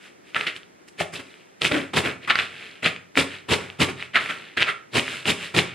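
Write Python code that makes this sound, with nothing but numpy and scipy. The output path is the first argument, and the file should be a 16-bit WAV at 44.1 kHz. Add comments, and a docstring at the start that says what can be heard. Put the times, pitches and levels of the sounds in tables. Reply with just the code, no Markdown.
"""First comes a faint rub, then a wet crackle: two hands grab a stack of hot, oily, flaky flatbread.
They drop it on a plastic board and clap it together from the sides. At each touch the soft bread
thuds, its layers crackle and skin hisses on the crust. Air blisters snap, and trapped air rings
briefly. It all happens an arm's length away, in a small kitchen that echoes and hums after each blow."""
import sys
import numpy as np
from scipy import signal
from scipy.fft import rfft, irfft, next_fast_len
from scipy.io import wavfile
from scipy.ndimage import uniform_filter1d

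SR = 44100
rng = np.random.default_rng(int(sys.argv[2]) if len(sys.argv) > 2 else 0)


def transcribe(signal):
    """Save signal, clipped to [-1, 1], as a 16-bit WAV file at the path in sys.argv[1]."""
    frames = np.atleast_2d(signal).T
    limited = np.clip(frames, -1, 1)
    pcm = np.round(limited * 32767).astype(np.int16)
    wavfile.write(sys.argv[1], SR, pcm)


N = 253134
TIME = np.arange(N) / SR
TAIL = TIME[:SR]  # one second for echoes to die away
FFT_SIZE = next_fast_len(N + SR)
FREQS = np.arange(FFT_SIZE // 2 + 1) * SR / FFT_SIZE

# In these five tables, level_db sets the crackle and the other _db columns are added to it.
# Both palms clap the stack, fingers first:
# time_s, level_db, rise_s, fingers_ahead_s, fingers_db, thud_db, palm_db, palm_hz
CLAPS = [(1.662, -21, 0.033, 0.043, -6, -7, -18, 287), (1.979, -18.5, 0.019, 0.039, -10.5, -1, -9, 149.5),
         (3.2, -19.5, 0.028, 0.024, -3, -4, -4.5, 282), (3.532, -19, 0.028, 0.04, -12.5, -.5, -11, 129.3),
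         (3.823, -17.5, .020, 0.024, -13, -1.5, -3, 148.6),
         (4.981, -20, 0.034, 0.025, -7, -2.5, -11.5, 127), (5.3, -18.5, 0.03, 0.04, -13, -4.5, -17, 129),
         (5.586, -18.5, .027, 0.038, -10, -1.5, -6.5, 168)]
# Bread lands, one edge first: time_s, level_db, edge_ahead_s, edge_db, thud_db, hiss_db, pocket_db
DROPS = [(1.010, -28.5, 0.0045, 3, -8, -13, 4), (2.864, -17.5, 0.032, -9.5, -10, -19.5, -12),
         (4.618, -18.5, 0.0423, -1, -14, -23, -22)]
# Hands press air out of the stack: time_s, level_db, fall_s, hiss_db, palm_db, palm_hz
SQUEEZES = [(1.144, -37, 0.027, -5, -4.5, 167), (1.199, -36, .014, -14.5, -5, 266),
            (1.718, -18.5, 0.0072, -21, -10, 295), (1.753, -25.5, 0.057, -16.5, 1.5, 291),
            (2.062, -24, 0.041, -18.5, -12, 288), (3.61, -39, 0.092, -15, -11.5, 376),
            (3.895, -29, .017, -16, -3, 387)]
# Fingers crumple the flakes: time_s, level_db, rise_s, fall_s, pitch_hz, hollow_db
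GRIPS = [(.366, -25.5, 0.013, 0.012, 2000, 0), (.400, -31.5, 0.044, 0.07, 2140, -21),
         (0.47, -22, .004, .026, 2550, -16.5), (1.165, -34, 0.016, 0.017, 2950, -27),
         (2.277, -28, .002, 0.028, 1800, -1), (2.309, -14.5, 0.014, 0.013, 2370, -4.5),
         (2.356, -15, 0.00074, 0.0031, 2450, -1.5), (2.389, -13.5, .0015, 0.012, 2420, -16),
         (2.417, -29, 0.076, 0.041, 2550, -26), (4.165, -15.5, 0.018, 0.022, 2110, -6),
         (4.210, -33, .021, 0.15, 2320, -19), (4.304, -25.5, 0.013, 0.022, 2020, -7),
         (4.696, -25, 0.03, 0.022, 2160, -0.5)]
# Skin slides over the crust: time_s, level_db, fall_s, hiss_db
RUBS = [(0.062, -48, 0.04, -11.5), (0.298, -52.5, 0.033, -12), (0.57, -41, .014, -11),
        (0.888, -49.5, 0.0073, -2), (1.315, -52.5, 0.13, -12), (2.249, -40.5, 0.02, -20),
        (2.632, -41, 0.13, -18), (3.344, -37.5, 0.051, -18), (4.027, -36.5, 0.036, -18.5),
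        (4.467, -46, 0.093, -32), (5.136, -32.5, 0.082, -13), (5.445, -33.5, 0.049, -13),
        (5.69, -39, .08, -23)]
# Big air blisters burst: start_s, level_db, pitch_hz
SNAPS = [(0.3468, -7.5, 2580), (0.365, -6, 2040), (0.4105, -6.5, 2600), (0.564, -17.5, 3150),
         (0.6323, -29, 3030), (1.341, -28.5, 2360), (1.619, -2, 3300), (1.651, -0.5, 2380),
         (1.7453, -10, 1900), (1.972, -10, 2880), (2.8616, -1.5, 2770), (2.963, -16, 2450),
         (3.1553, -13.5, 2100), (3.1744, 1.5, 2230), (3.5397, -5.5, 2470), (3.701, -17.5, 2780),
         (4.0028, -20, 2140), (4.0257, -13, 2410), (4.2606, -13.5, 2210), (4.624, 2, 2480),
         (4.629, 1, 3000), (4.996, -2, 2800), (5.08, -11, 2040), (5.2556, -8.5, 2640), (5.5891, 1.5, 2300),
         (5.5946, -2.5, 3180)]

# Notes of trapped air in a cupped palm: multiple_of_palm_hz, level_db
PALM_NOTES = [(0.999, 0), (1.95, -8)]
# Air between fingers and bread: pitch_hz, level_db
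FINGER_NOTES = [(710, -17.5), (1350, 0.5), (1950, -0.5)]
# The air pocket under landing bread: pitch_hz, level_db
POCKET_NOTES = [(170, -6), (660, 6.5)]

# Tone of the soft bread's thud: frequency_hz, level_db
THUD_TONE = [(25, -54.5), (60, -26), (95, -8.5), (150, 0), (300, -4), (400, 1.5), (490, -6), (750, -10),
             (1100, -11), (2000, -28), (5000, -47)]
# Tone of the oily layers: frequency_hz, level_db
CRACKLE_TONE = [(200, -63), (600, 1), (950, -17), (1250, -1), (2000, 1), (2600, 3.5), (3300, 3),
                (4100, 2.5), (5200, -6), (8000, -20), (16000, -55)]
# Tone of skin on crust: frequency_hz, level_db
HISS_TONE = [(1000, -27.5), (3500, -4.5), (5000, 4), (6000, -3), (7300, 0), (9500, -2), (11000, -10),
             (13000, -19), (15500, -26)]
# Tone of the counter under the board: frequency_hz, level_db
COUNTER_TONE = [(25, -61), (50, -18), (70, -3), (92, 1), (135, 0.5), (200, -14), (500, -64.5)]
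# How the dough muffles a snap: frequency_hz, gain_db
DOUGH_MUFFLE = [(300, -3), (1200, -3.5), (3600, -4), (5200, -4.5), (7000, -8), (12000, -9)]
# Low notes of board, counter and room: pitch_hz, fade_s (time to drop 60 dB), level_db
LOW_NOTES = [(94.4, 0.6, 4.5), (133.3, 0.51, -2), (173, 0.62, -2), (278, 0.43, -24), (381, 0.39, 0),
             (598, 0.58, -50)]
# Echoes off the walls: frequency_hz, level_db, fade_s (time to drop 60 dB)
WALL_ECHOES = [(120, -12.5, 0.64), (497, -7, 0.3), (1420, -8, 0.35), (3260, -16.5, 0.35), (8300, -7, 0.29),
               (15000, -7.5, 0.1)]
# Tone of the kitchen's steady background noise: frequency_hz, level_db
KITCHEN_TONE = [(25, -27), (60, -13), (110, -9.5), (180, 0), (260, -2.5), (380, 1), (520, -6),
                (1100, -13.5), (2100, -9.5), (5500, -25), (9000, -28.5), (15000, -40)]
# How much left and right differ: frequency_hz, side_db
STEREO_WIDTH = [(60, -18), (140, -9.5), (300, -7.5), (600, -3), (1300, -2.5), (2000, -9.5), (3000, -16.5),
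                (4200, -11), (5600, 0.5), (8000, -3), (14000, -4.5)]
# Which side is louder: frequency_hz, left_minus_right_db
STEREO_BALANCE = [(130, -1.5), (300, 3), (500, 0), (700, 0.5), (1300, -3), (2000, 0), (10000, -.5)]

CLAP_FALL_S, CLAP_HISS_DB, CLAP_HZ = 0.022, -11.5, 2810
DROP_RISE_S, DROP_FALL_S, DROP_HZ = 0.021, 0.023, 2370
TOUCH_RISE_S, TOUCH_FALL_S, TOUCH_THUD_DB, TOUCH_HISS_DB = 0.0056, 0.02, 3.5, 0.5
SQUEEZE_RISE_RATIO, SQUEEZE_THUD_DB, SQUEEZE_HZ = 0.56, -3.5, 2054
GRIP_THUD_DB, GRIP_HISS_DB, GRIP_GROWTH = -27.5, -35, 0.41
RUB_RISE_RATIO, RUB_THUD_DB, RUB_HZ = 1.43, -11, 2470
POPS_PER_S, POP_DB, POP_SPREAD_DB, POP_HZ, POP_GROWTH = 35, 1.5, 1, 2550, 0.8
POCKET_RISE_CYCLES, POCKET_FALL_CYCLES = 1.5, 3.7


def bread_contacts(thud_db=-1, crackle_db=-0.08, hiss_db=0, counter_db=11, counter_growth=1.97):
    """Soft bread thuds, oily layers crackle as they close and part, and skin hisses over the crust.
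    Returns two rows: what both ears share, and what sets them apart."""
    thud, crackle, hiss, pitch = contact_strengths()
    bread = steady(colour(rng.standard_normal((2, N)), THUD_TONE), span_s=0.0107)
    counter = steady(colour(rng.standard_normal((2, N)), COUNTER_TONE), span_s=0.06)
    counter *= thud ** counter_growth  # only hard blows reach through the board
    bubbles = np.array([tiny_blisters(pitch) for _ in range(2)])
    layers = crackle * steady(colour(bubbles, CRACKLE_TONE), span_s=0.019)
    friction = np.array([clicks(per_s=10000, spread_db=5.5) for _ in range(2)])
    crust = steady(colour(friction, HISS_TONE), span_s=0.028)
    # small blisters pop at random, louder the more the layers are crushed
    pops = clicks(POPS_PER_S, POP_SPREAD_DB) * crackle ** POP_GROWTH
    layers[0] += undb(POP_DB) * signal.oaconvolve(pops, blister_crack(POP_HZ))[:N]
    thuds = undb(thud_db) * thud * bread + undb(counter_db) * counter
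    return thuds + undb(crackle_db) * layers + undb(hiss_db) * hiss * crust


def contact_strengths():
    """Thud, crackle and hiss follow the pressure; the loudest contact leads the crackle's pitch."""
    power = np.full((3, N), 1e-14)
    weighted_pitch = np.full(N, 1e-14 * 2300)  # 2300 Hz while nothing touches
    for s, rise, fall, *levels, hz in hand_moves():
        span, pressure = pressure_swell(s, rise, fall)
        contact_power = (undb(levels)[:, None] * pressure) ** 2
        power[:, span] += contact_power
        weighted_pitch[span] += hz * contact_power[1]
    thud, crackle, hiss = np.sqrt(power)
    return thud, crackle, hiss, weighted_pitch / power[1]


def hand_moves():
    """Every move as soft contacts: time_s, rise_s, fall_s, thud_db, crackle_db, hiss_db, pitch_hz."""
    moves = []
    for s, db, rise, ahead, touch, thud, *_ in CLAPS:
        moves += slap(s, db, ahead, touch, thud, CLAP_HISS_DB, rise, CLAP_FALL_S, CLAP_HZ)
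    for s, db, ahead, touch, thud, hiss, _ in DROPS:
        moves += slap(s, db, ahead, touch, thud, hiss, DROP_RISE_S, DROP_FALL_S, DROP_HZ)
    for s, db, fall, hiss, *_ in SQUEEZES:
        moves.append((s, SQUEEZE_RISE_RATIO * fall, fall, db + SQUEEZE_THUD_DB, db, db + hiss, SQUEEZE_HZ))
    for s, db, rise, fall, hz, _ in GRIPS:
        skin_db = GRIP_GROWTH * db  # a harder grip adds more crackle than thud or hiss
        moves.append((s, rise, fall, skin_db + GRIP_THUD_DB, db, skin_db + GRIP_HISS_DB, hz))
    for s, db, fall, hiss in RUBS:
        moves.append((s, RUB_RISE_RATIO * fall, fall, db + RUB_THUD_DB, db, db + hiss, RUB_HZ))
    return moves


def slap(s, db, ahead_s, touch_db, thud_db, hiss_db, rise, fall, hz):
    """Fingers or an edge touch first, then the whole weight lands: two contacts."""
    touch = db + touch_db
    touch_thud = touch + thud_db + TOUCH_THUD_DB
    touch_hiss = touch + hiss_db + TOUCH_HISS_DB
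    return [(s - ahead_s, TOUCH_RISE_S, TOUCH_FALL_S, touch_thud, touch, touch_hiss, hz),
            (s, rise, fall, db + thud_db, db, db + hiss_db, hz)]


def tiny_blisters(pitch, count=17000, spread_db=4.0, spread_octaves=0.42, fade_cycles=1.48, glide=0.0043):
    """Tiny oily air pockets each ring for a few cycles at their own pitch, rising a little."""
    start = rng.integers(0, N, count)
    size, detune, lasting = rng.standard_normal((count, 3)).T[:, :, None]
    samples = np.arange(180)
    hz = np.minimum(pitch[start, None] * 2 ** (spread_octaves * detune), SR / 5)
    cycles = hz / SR * samples
    life = fade_cycles * 2 ** (lasting / 2)
    fade = np.exp(-cycles / life) * (1 - samples / len(samples))
    ring = np.sin(2 * np.pi * cycles * (1 + glide * cycles)) * fade
    strength = np.sign(lasting) * undb(spread_db * size)
    positions = start[:, None] + samples
    return np.bincount(positions.ravel(), (strength * ring).ravel(), N)[:N]  # add up all the rings


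def blister_snaps(gain_db=2.0):
    """Big blisters burst one by one, muffled by the dough."""
    out = np.zeros(N)
    for s, db, hz in SNAPS:
        start, wave = int(s * SR), blister_crack(hz)
        out[start:start + len(wave)] += undb(db + gain_db) * wave
    return filtered(out, undb(curve(DOUGH_MUFFLE, FREQS)))


def blister_crack(hz, fade_cycles=0.87, opening_cycles=0.68):
    """One blister bursts with a crack that dies within a few cycles."""
    cycles = TIME[:400] * hz
    opening = 1 - np.exp(-cycles / opening_cycles)
    wave = np.sin(2 * np.pi * cycles) * np.exp(-cycles / fade_cycles) * opening
    return wave / np.abs(wave).max()


def ringing_hollows(sharpness=7.4):
    """Air squeezed past a hollow rings in it with a short, rough note."""
    out, airflow = np.zeros(N), rng.standard_normal(N)
    for s, hz, db, rise, fall in trapped_air():
        span, pressure = pressure_swell(s, rise, fall)
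        resonance = signal.iirpeak(hz, sharpness, fs=SR)
        note = signal.lfilter(*resonance, signal.lfilter(*resonance, airflow[span]))
        out[span] += undb(db) * pressure * steady(note, span_s=4 / hz)
    return out


def trapped_air(closed_share=0.7, touch_hollow_db=-4, palm_ahead_s=0.010):
    """Palms, fingers and landing bread trap air for part of each contact.
    Returns its notes: time_s, pitch_hz, level_db, rise_s, fall_s."""
    hollows = []
    for s, db, rise, ahead, touch, _, palm, hz in CLAPS:
        finger_db = db + touch + touch_hollow_db
        hollows.append((FINGER_NOTES, s - ahead, finger_db, TOUCH_RISE_S, TOUCH_FALL_S / 2))
        # the palm seals just before the pressure peaks
        hollows.append((cupped_palm(hz), s - palm_ahead_s, db + palm, rise, CLAP_FALL_S))
    for s, db, fall, _, palm, hz in SQUEEZES:
        hollows.append((cupped_palm(hz), s, db + palm, fall, fall))
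    for s, db, rise, fall, _, hollow in GRIPS:
        hollows.append((FINGER_NOTES, s, db + hollow, rise, fall))
    for s, db, *_, pocket in DROPS:
        for hz, note_db in POCKET_NOTES:
            rise, fall = POCKET_RISE_CYCLES / hz, POCKET_FALL_CYCLES / hz
            hollows.append(([(hz, note_db)], s, db + pocket, rise, fall))
    return [(s, hz, db + note_db, closed_share * rise, closed_share * fall)
            for notes, s, db, rise, fall in hollows for hz, note_db in notes]


def cupped_palm(hz):
    """A cupped palm rings at a low note and a weaker one about an octave higher."""
    return [(hz * multiple, db) for multiple, db in PALM_NOTES]


def low_hum():
    """Board, counter and room hum on after each blow. Returns a gain for each frequency."""
    out = 0
    for hz, fade_s, db in LOW_NOTES:
        fade = np.exp(-np.log(1000) * TAIL / fade_s)
        out = out + undb(db) * 2 * fade / fade.sum() * np.sin(2 * np.pi * hz * TAIL)
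    return rfft(out, FFT_SIZE)


def wall_echoes(build_up_s=0.014):
    """Echoes blur together, each octave fading at its own pace. Returns a gain for each frequency."""
    walls, out = np.array(WALL_ECHOES), 0
    noise = rfft(rng.standard_normal(len(TAIL)))
    freqs = np.fft.rfftfreq(len(TAIL), 1 / SR)
    for hz in 60 * 2. ** np.arange(9):
        octave = np.clip(1 - np.abs(np.log2(np.maximum(freqs, 1) / hz)), 0, 1)
        db, fade_s = curve(walls[:, :2], hz), curve(walls[:, [0, 2]], hz)
        fade = np.exp(-np.log(1000) * TAIL / fade_s) * (1 - np.exp(-TAIL / build_up_s))
        out = out + irfft(noise * octave) * fade / np.linalg.norm(fade) * undb(db)
    return rfft(out, FFT_SIZE)


def kitchen_noise(level_db=-56):
    """A faint, steady rush fills the kitchen."""
    return undb(level_db) * colour(rng.standard_normal((2, N)), KITCHEN_TONE)


def pressure_swell(s, rise, fall, rise_shape=2.29, fall_shape=1.27):
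    """A soft push builds steeply up to time s and lets go gently. Returns its span and its shape."""
    span = slice(max(int((s - 3 * rise) * SR), 0), int((s + 6 * fall) * SR))
    t = TIME[span] - s
    return span, np.exp(-np.where(t < 0, np.abs(t / rise) ** rise_shape, np.abs(t / fall) ** fall_shape))


def clicks(per_s, spread_db):
    """Tiny clicks of random size at random times."""
    hits = rng.random(N) < per_s / SR
    return hits * rng.choice([-1, 1], N) * undb(spread_db * rng.standard_normal(N))


def colour(x, tone, size=4096):
    """Give a sound the tone from a table; white noise keeps its overall power."""
    gain = undb(curve(tone, np.fft.rfftfreq(size, 1 / SR)))
    cepstrum = irfft(np.log(gain / np.sqrt(np.mean(gain ** 2))))
    # folding this in half makes the filter ring after a click, never before it
    cepstrum[1:size // 2] *= 2
    cepstrum[size // 2 + 1:] = 0
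    click_response = irfft(np.exp(rfft(cepstrum)))
    return signal.oaconvolve(x, click_response[None], axes=1)[:, :N]


def steady(x, span_s):
    """Hold the level at 1 over spans longer than span_s; finer grain stays."""
    return x / np.sqrt(uniform_filter1d(x ** 2, max(int(span_s * SR), 8)) + 1e-9)


def filtered(x, gain):
    """Turn each frequency up or down by its gain."""
    return irfft(rfft(x, FFT_SIZE) * gain, FFT_SIZE)[..., :N]


def curve(points, hz):
    """Read between the rows of a (frequency_hz, value) table, with octaves evenly spaced."""
    freqs, values = np.transpose(points)
    return np.interp(np.log(np.maximum(hz, 1)), np.log(freqs), values)


def undb(db):
    """Turn decibels into a plain multiplier."""
    return 10 ** (np.asarray(db) / 20)


def scene():
    """Bread, echoes and hum sit in the middle; a separate side sound spreads them left and right."""
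    shared, stray = bread_contacts()
    direct = shared + blister_snaps() + ringing_hollows()
    background = kitchen_noise()
    middle = filtered(direct, 1 + wall_echoes() + low_hum()) + background[0]
    side = undb(-2.0) * (stray + ringing_hollows())
    side += filtered(direct, undb(1) * wall_echoes()) + undb(8) * background[1]
    side = filtered(side, undb(curve(STEREO_WIDTH, FREQS)))
    ears = np.array([[1], [-1]])  # left adds the side sound, right subtracts it
    balance = undb(ears * curve(STEREO_BALANCE, FREQS) / 2)
    return filtered(middle + ears * side, balance)


def record(dry, bass_hz=52, ceiling=0.98, top_hz=15600):
    """Drop the deepest bass, round off the highest peaks and cut the very top of the treble."""
    lean = signal.sosfilt(signal.butter(2, bass_hz, "high", fs=SR, output="sos"), dry)
    rounded = lean / (1 + (lean / ceiling) ** 6) ** (1 / 6)
    return signal.sosfilt(signal.ellip(10, .2, 80, top_hz, fs=SR, output="sos"), rounded)


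dry = scene()
out = record(dry)
transcribe(out)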